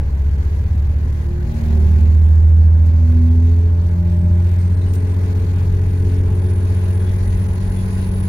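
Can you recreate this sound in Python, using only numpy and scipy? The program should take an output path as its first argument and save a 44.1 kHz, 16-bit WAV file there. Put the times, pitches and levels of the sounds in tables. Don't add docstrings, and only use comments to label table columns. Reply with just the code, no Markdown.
import sys
import numpy as np
from scipy import signal
from scipy.fft import rfft, irfft, next_fast_len
from scipy.io import wavfile
from scipy.ndimage import uniform_filter1d

SR = 44100
rng = np.random.default_rng(int(sys.argv[2]) if len(sys.argv) > 2 else 0)


def gain_from_decibels(decibels):
    exponent = np.asarray(decibels, float) / 20
    return 10 ** exponent


def generate_wav(signal):
    frames = np.transpose(np.atleast_2d(signal))
    scaled = np.clip(frames, -1, 1) * 32767
    pcm = np.round(scaled).astype(np.int16)
    wavfile.write(sys.argv[1], SR, pcm)


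N = 365148

# (time [s], frequency [Hz])
FIRING_RATE = [(0.0, 68.75), (0.25, 68.45), (0.75, 72.07), (1.5, 76.41), (1.75, 76.8), (2.5, 80.01),
               (3.25, 82.71), (4.0, 86.45), (4.25, 86.67), (4.75, 89.46), (5.0, 90.63), (5.25, 90.87),
               (5.5, 90.23), (5.75, 90.09), (6.25, 91.01), (8.28, 93.6)]
# (time [s], level [dB])
FIRING_LEVEL = [(0, -20.5), (.25, -14.5), (.62, -19.5), (.8, -14.5), (1.28, -20), (1.5, -24.5), (1.78, -11),
                (2.6, -7.5), (2.9, -10.5), (3.55, -10.5), (3.9, -15), (4.35, -12.5), (5.1, -16), (5.7, -15),
                (7.0, -15.5), (7.9, -20.5), (8.28, -19)]
# (multiple [1], level [dB])
CYCLE_ORDERS = [(2.04, -31), (3.976, -37), (4.962, -30), (7.03, -36), (8.06, -51), (9, -39), (9.97, -47),
                (11, -50.5), (13, -51), (14.2, -50.5), (15, -48), (16.97, -50), (19.92, -55.5), (21, -56.5),
                (21.95, -56), (23.07, -58), (24, -51), (26, -64), (28, -53.5), (30, -59), (36, -59),
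                (41.9, -56.5), (45.1, -70.5), (47.6, -68.5), (56, -69.5), (60.3, -64), (53.75, -65),
                (65.5, -63), (71, -71.5), (82.8, -69)]
# (frequency [Hz], width [Hz], lift [dB])
SALOON_MODES = [(27, 4, -1), (66, 8, 4), (105.6, 18, 4), (200, 24, 6), (350, 10, 8), (366, 10, 7),
                (385, 6, 6), (422, 16, 12), (452, 7, 8), (570, 12, 10), (606, 14, 12), (728, 30, 6),
                (856, 70, 9), (1030, 63, 9)]
# (multiple [1], start [s], length [s], lift [dB])
PANEL_SPELLS = [(5, 7.9, 1.5, 19), (11, 4.3, 2.4, 12), (14, 5.8, 2.7, 3), (9, 0.59, 0.93, 8.5),
                (21, .79, .43, 14.5), (26, 7.7, 0.8, 17.5), (28, 5.5, 5.2, 5.5), (30, 3.12, .85, 9.5),
                (30, 4.8, 1.5, 4.5), (36, 2, 0.091, 11.5), (42, 1.8, .32, 11.5), (42, 2.03, 0.26, 23),
                (60, 4.4, 2.1, 8), (28, 1.2, 0.31, 10), (15, 1.6, .7, 8.5), (42, 3.8, .7, 6),
                (42, 4.6, 4, 3), (24, 3.6, 1.1, 4), (9, 5.33, 1.07, 7.5), (36, 1.3, .7, -8),
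                (24, 5.6, 2.2, 4), (30, 1.62, 0.38, 10.5), (15, 2.3, .6, 4), (54, 7.2, 1.1, 10),
                (48, 6.75, 1.3, 16), (66, 1.3, 1.2, 7), (56, 3.7, 1, 9.5), (56, 1.5, 0.38, 13)]
# (frequency [Hz], width [Hz], lift [dB])
FLOOR_MODES = [(86.3, 9.5, 22), (95.25, 3.2, 10), (100.6, 3.8, 8.5), (152.1, 5, 9.5), (137.7, 4, 5.5),
               (173.73, 4.4, 14.5), (178, 1.3, 5.5), (188.3, 7, 12.5), (161.4, 4, 6), (229.9, 3.2, 18.5),
               (234, 3.2, 15.5), (247.57, 7.2, 24), (252.5, 6.2, 12), (271.9, 7, 14)]
# (start [s], length [s], rumble lift [dB], half-rate shake lift [dB])
BODY_JOLTS = [(0.556, .3, 5.5, -10), (1.403, 1.4, 10, 1), (4.048, 0.42, 9.5, 2), (5.354, 0.47, 3, 14.5),
              (5.623, 0.4, 5, 18), (5.9, .5, 7, 19), (6.953, 0.54, 2.5, 18), (7.203, 0.33, 3.5, 12.5),
              (7.365, 0.26, 7.5, -1), (7.563, .25, 0, 26), (7.887, 0.53, 3.5, 20)]
PUMP_RATIO = 1.222
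# (time [s], frequency [Hz])
WHINE_PITCH = [(1.2, 6635), (2.0, 7147), (2.6, 7401), (3.8, 8064), (5.0, 8818), (5.8, 9384), (6.2, 9622),
               (6.6, 9752), (7.4, 9918), (8.28, 10007)]
# (frequency [Hz], level [dB])
FLOOR_LEAKAGE = [(6636, -68), (7380, -66), (7450, -105), (8020, -105), (8100, -74.5), (8750, -56.5),
                 (9500, -58.5), (9930, -48)]
# (frequency [Hz], density [dB per Hz])
RUMBLE_SPECTRUM = [(12, -120), (16, -3), (30, -10.5), (60, -0.5), (95, -3), (125, -17.5), (180, -9),
                   (300, -30), (400, -43), (500, -120)]
# (frequency [Hz], density [dB per Hz])
ROAR_SPECTRUM = [(120, -27.5), (200, -5), (230, -10), (317, -13.5), (433, -8), (482, -13), (631, -16),
                 (733, -23), (861, -18.5), (1350, -24.5), (1640, -21.5), (1810, -29.5), (2600, -32.5),
                 (3380, -50.5), (5720, -120)]
# (frequency [Hz], density [dB per Hz])
HISS_SPECTRUM = [(880, -36.5), (1500, -6.5), (1640, -5.5), (1830, -1.5), (2000, -0.5), (3220, -8.5),
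                 (4420, -8), (5070, -11), (6690, -11), (7690, -17.5), (10700, -16), (12600, -21),
                 (15100, -17.5), (16000, -22)]
# (frequency [Hz], width [Hz], lift [dB])
PANEL_MODES = [(855, 38, 7.5), (1070, 72, 5), (1102, 12, 5), (1460, 18, 5), (1660, 61, 4), (1910, 160, 1),
               (2200, 64, 2.5), (2530, 82, 1.5), (4430, 99, 3)]
# (start [s], length [s], level [dB])
DRONE_SPELLS = [
    (1.107, 0.32, -47.5),
    (3.803, 0.61, -57),
    (6.031, 1.3, -33.5),
]
# (frequency [Hz], density [dB per Hz])
DRONE_SPECTRUM = [(250, -55.0), (320, -15.0), (350, -2.5), (380, -6.5), (440, -14.5), (520, -63)]
# (time [s], peak level [dB], t60 [s], left minus right [dB])
TRIM_TICKS = [
    (1.1252, -57.5, 0.092, 6.5),
    (2.3494, -57, 0.071, 4),
    (2.8588, -49, 0.062, 3),
    (4.936, -39.5, 0.1, -5),
]
# (frequency [Hz], level [dB])
TICK_SPECTRUM = [(1500, -21), (3000, -4.5), (6000, 2), (8500, -2), (11000, -3), (14500, 0.5), (16000, -8)]
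# (start [s], length [s], frequency [Hz], level [dB], left minus right [dB])
TRIM_SQUEAKS = [
    (4.448, 0.31, 2146, -58.5, 1),
    (4.75, 0.043, 4140, -59.5, -17),
    (4.805, .05, 3710, -55, -6),
    (4.811, 0.043, 3970, -54, -3),
    (4.848, .08, 2940, -63, -8),
    (4.877, 0.18, 3950, -66, -5.5),
    (6.95, .22, 3400, -58, 11),
    (7.75, 0.099, 3440, -55, -3),
]
# (frequency [Hz], correlation [1])
LIKENESS = [(60, 0.99), (110, 1), (200, 1), (380, 0.69), (700, 0.18), (1290, -0.19), (2380, -0.06),
            (4400, 0.045), (8120, -0.071), (15000, 0.42)]
# (frequency [Hz], left minus right [dB])
IMBALANCE = [(30, 0), (70, 0.5), (78, -2.5), (90, 0.5), (180, 2.5), (500, -0.5), (2700, 0.5), (4200, 2),
             (6000, 3.5), (7200, 10), (7900, -6.5), (10000, 1), (12500, 0), (15000, 9)]
# (low edge [Hz], high edge [Hz], mean sag [dB], scatter [dB])
TREBLE_SAG = [
    (1150, 2300, 2, 1),
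    (2250, 4000, 2.5, 3.5),
    (3930, 7500, 2, 6),
    (7450, 11000, 3, 3.5),
    (11000, 16000, 2.5, 2.2),
]


def unit(x):
    return x / np.sqrt(np.mean(x ** 2) + 1e-20)


def along(points, hz):
    f, v = np.transpose(points)
    return np.interp(np.log(hz + 1), np.log(f + 1), v)


def curves(rows):
    s, *cols = np.transpose(rows)
    return [np.interp(np.arange(N) / SR, s, c) for c in cols]


def wobble(rate):
    return np.interp(np.arange(N) * rate / SR, np.arange(4000), rng.standard_normal(4000))


def window(start, length):
    progress = np.clip((np.arange(N) / SR - start) / length, 0, 1)
    return np.sin(np.pi * progress) ** 0.58


def filtered(x, response):
    m = next_fast_len(N + 8192)
    hz = np.fft.rfftfreq(m, 1 / SR)
    return irfft(rfft(x, m) * response(hz), m)[..., :N]


def half_phase(hz):
    return np.arccos(np.clip(along(LIKENESS, hz), -1, 1)) / 2


def pan(db):
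    return gain_from_decibels([[db / 2], [-db / 2]])


def tone(phase, hz, db, spread):
    lead = spread * half_phase(np.mean(hz))
    return np.sqrt(2) * gain_from_decibels(db) * np.array([np.sin(phase + lead), np.sin(phase - lead)])


def rush(spectrum, patchy_db):
    z = signal.stft(rng.standard_normal((2, N)), nperseg=512)[2]
    field = uniform_filter1d(rng.standard_normal(z.shape[1:]), size=5, axis=0)
    field = uniform_filter1d(field, size=12, axis=1)
    pair = signal.istft(z * gain_from_decibels(patchy_db * unit(field)), nperseg=512)[1][:, :N]

    def response(hz):
        angle = half_phase(hz)
        return gain_from_decibels(along(spectrum, hz)) * [np.cos(angle), np.sin(angle)]

    mid, side = filtered(pair, response)
    return unit(np.array([mid + side, mid - side]))


def lift(resonances, hz):
    return sum(gain_db / (1 + (2 * (hz - centre) / width) ** 2) for centre, width, gain_db in resonances)


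def jolts():
    return sum(np.outer([rumble_db, shake_db], window(s, length) ** 2)
               for s, length, rumble_db, shake_db in BODY_JOLTS)


def effort():
    t = np.arange(N) / SR - 4.23
    rise_s = 0.39
    rolling_db = 2 * np.clip(t / rise_s, 0, 1) + 1 * np.clip(t - rise_s, 0, None)
    brake_sigh_db = 1.4 * window(4.7, 1) ** 4
    labour_db = 4.5 * window(1.0, 1.58) ** 4
    return rolling_db + brake_sigh_db + labour_db


def firing_notes(firing, firing_hz):
    firing_db, = curves(FIRING_LEVEL)
    second_db = -38.5 + lift(FLOOR_MODES, 2 * firing_hz) + wobble(6)
    third_db = -51 + lift(FLOOR_MODES, 3 * firing_hz) + wobble(6)
    unsteady_db = 0.25 * wobble(12)
    return sum(tone(k * firing + k, k * firing_hz, db + k * unsteady_db, spread=0.75)
               for k, db in enumerate([firing_db, second_db, third_db], 1))


def frame_shake(firing, firing_hz):
    shake_db = -46.5 + jolts()[1] + 2 * wobble(7.2)
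    return tone(firing / 2, firing_hz / 2, shake_db, spread=0.8)


def engine_orders(firing, firing_hz):
    out = np.zeros((2, N))
    surge_db = 3.8 * window(1.4, 0.71)
    for k, db in CYCLE_ORDERS:
        hz = firing_hz * k / 6
        lift_db = lift(SALOON_MODES, hz)
        lift_db += sum(gain_db * window(s, length) for m, s, length, gain_db in PANEL_SPELLS if m == k)
        lift_db += surge_db * (k > 8)
        phase = firing * k / 6 + rng.uniform(0, 2 * np.pi)
        drift = 0.3 * wobble(2)
        uneven_db = wobble(3) + 1.5 * wobble(14)
        out += tone(phase + drift, hz, db + lift_db + uneven_db, spread=rng.choice([-1, 1]))
    return out


def pump(firing, firing_hz):
    pulse_hz = PUMP_RATIO * firing_hz
    pulse_db = -42 + lift(FLOOR_MODES, pulse_hz) + 2.1 * wobble(14)
    pulses = tone(PUMP_RATIO * firing, pulse_hz, pulse_db, spread=0.8)
    turns = tone(PUMP_RATIO / 3 * firing, firing_hz / 2, -38 + 3 * wobble(0.4), spread=0.8)
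    return pulses + turns


def engine():
    firing_hz, = curves(FIRING_RATE)
    firing = 2 * np.pi * np.cumsum(firing_hz) / SR
    notes = firing_notes(firing, firing_hz) + frame_shake(firing, firing_hz)
    return notes + engine_orders(firing, firing_hz) + pump(firing, firing_hz)


def turbo():
    hz, = curves(WHINE_PITCH)
    asleep = np.clip((1.3 - np.arange(N) / SR) * 10, 0, 1)
    db = along(FLOOR_LEAKAGE, hz) + 2 * wobble(9) - 60 * asleep
    blur_hz = 16 * wobble(45)
    phase = 2 * np.pi * np.cumsum(hz + blur_hz) / SR
    flutter_db = 3 * np.array([wobble(45), wobble(40)])
    line = gain_from_decibels(flutter_db - 3.0) * tone(phase, hz, db, spread=1.21)
    scatter = unit(filtered(rng.standard_normal((2, N)), lambda f: 1 / (1 + (f / 90) ** 2)))
    skirt = gain_from_decibels(db - 2.5) * scatter * np.sqrt(2) * np.cos(phase)
    return (line + skirt) * pan(-1.4)


def body():
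    rumble_db = -35.5 + jolts()[0]
    roar_db = -45 + 0.71 * effort()
    hiss_db = -57 + effort()
    rumble = gain_from_decibels(rumble_db + 2.0 + 0.82 * wobble(3)) * rush(RUMBLE_SPECTRUM, patchy_db=-3.5)
    roar = gain_from_decibels(roar_db + 4.5 + 0.67 * wobble(4.6)) * rush(ROAR_SPECTRUM, patchy_db=0.9)
    hiss = gain_from_decibels(hiss_db + 7 + 1.1 * wobble(8)) * rush(HISS_SPECTRUM, patchy_db=1.1)
    knots = rng.standard_normal((2, 800))

    def colour(hz):
        ripple_db = 2.2 * np.array([np.interp(hz / 25, np.arange(800), row) for row in knots])
        return gain_from_decibels(lift(PANEL_MODES, hz) + ripple_db - 0.82)

    return rumble + filtered(roar + hiss, colour)


def growl():
    envelope = sum(gain_from_decibels(db) * window(s, length) for s, length, db in DRONE_SPELLS)
    return envelope * rush(DRONE_SPECTRUM, patchy_db=12.0)


def ticks():
    out = np.zeros((2, N))
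    t = np.arange(SR // 4) / SR
    for s, db, t60, pan_db in TRIM_TICKS:
        crack = gain_from_decibels(-60 * t / 0.0055)
        scrape = 1.2 * gain_from_decibels(-60 * (t / t60) ** 2)
        burst = gain_from_decibels(db - 1.5) * (crack + scrape) * rng.standard_normal((2, len(t)))
        out[:, round(s * SR):][:, :len(t)] += burst * pan(pan_db)
    return filtered(out, lambda hz: gain_from_decibels(along(TICK_SPECTRUM, hz)))


def squeaks():
    out = np.zeros((2, N))
    for s, length, hz, db, pan_db in TRIM_SQUEAKS:
        swell = window(s, length) * gain_from_decibels(3 * wobble(45))
        phase = 2 * np.pi * np.cumsum(hz * (1 + 0.014 * wobble(200))) / SR
        out += swell * tone(phase, hz, db, spread=0.42) * pan(pan_db)
    return out


def scene():
    return engine() + turbo() + body() + growl() + ticks() + squeaks()


def sagging_treble(x):
    frame = (np.arange(N) - 1080) / 1024 + 1
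    seam = np.cos(np.pi * frame) ** 2
    shared = rng.standard_normal(N // 1024 + 4)
    for low_hz, high_hz, sag_db, scatter_db in TREBLE_SAG:
        luck = 0.8 * shared + 0.8 * rng.standard_normal(len(shared))
        depth_db = np.abs(sag_db + scatter_db * luck)[np.round(frame).astype(int)]
        band = filtered(x, lambda hz: (hz >= low_hz) * (hz < high_hz))
        x = x + band * (gain_from_decibels(-depth_db * seam) - 1)
    starved = np.interp(frame, np.arange(len(shared)) + 0.5, rng.standard_normal(len(shared)) < 1.1)
    x[1] -= filtered(x[1], lambda hz: hz > 13100) * starved
    return x


def roll_off(x):
    return signal.sosfilt(signal.butter(12, 16610, fs=SR, output="sos"), x)


def record(dry):
    sides = np.array([[1], [-1]])
    x = filtered(dry, lambda hz: (hz < 15840) * gain_from_decibels(along(IMBALANCE, hz) / 2 * sides))
    x = sagging_treble(x)
    x /= (1 + np.abs(x / 0.74) ** 8) ** (1 / 8)
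    return roll_off(x)


dry = scene()
out = record(dry)
generate_wav(out)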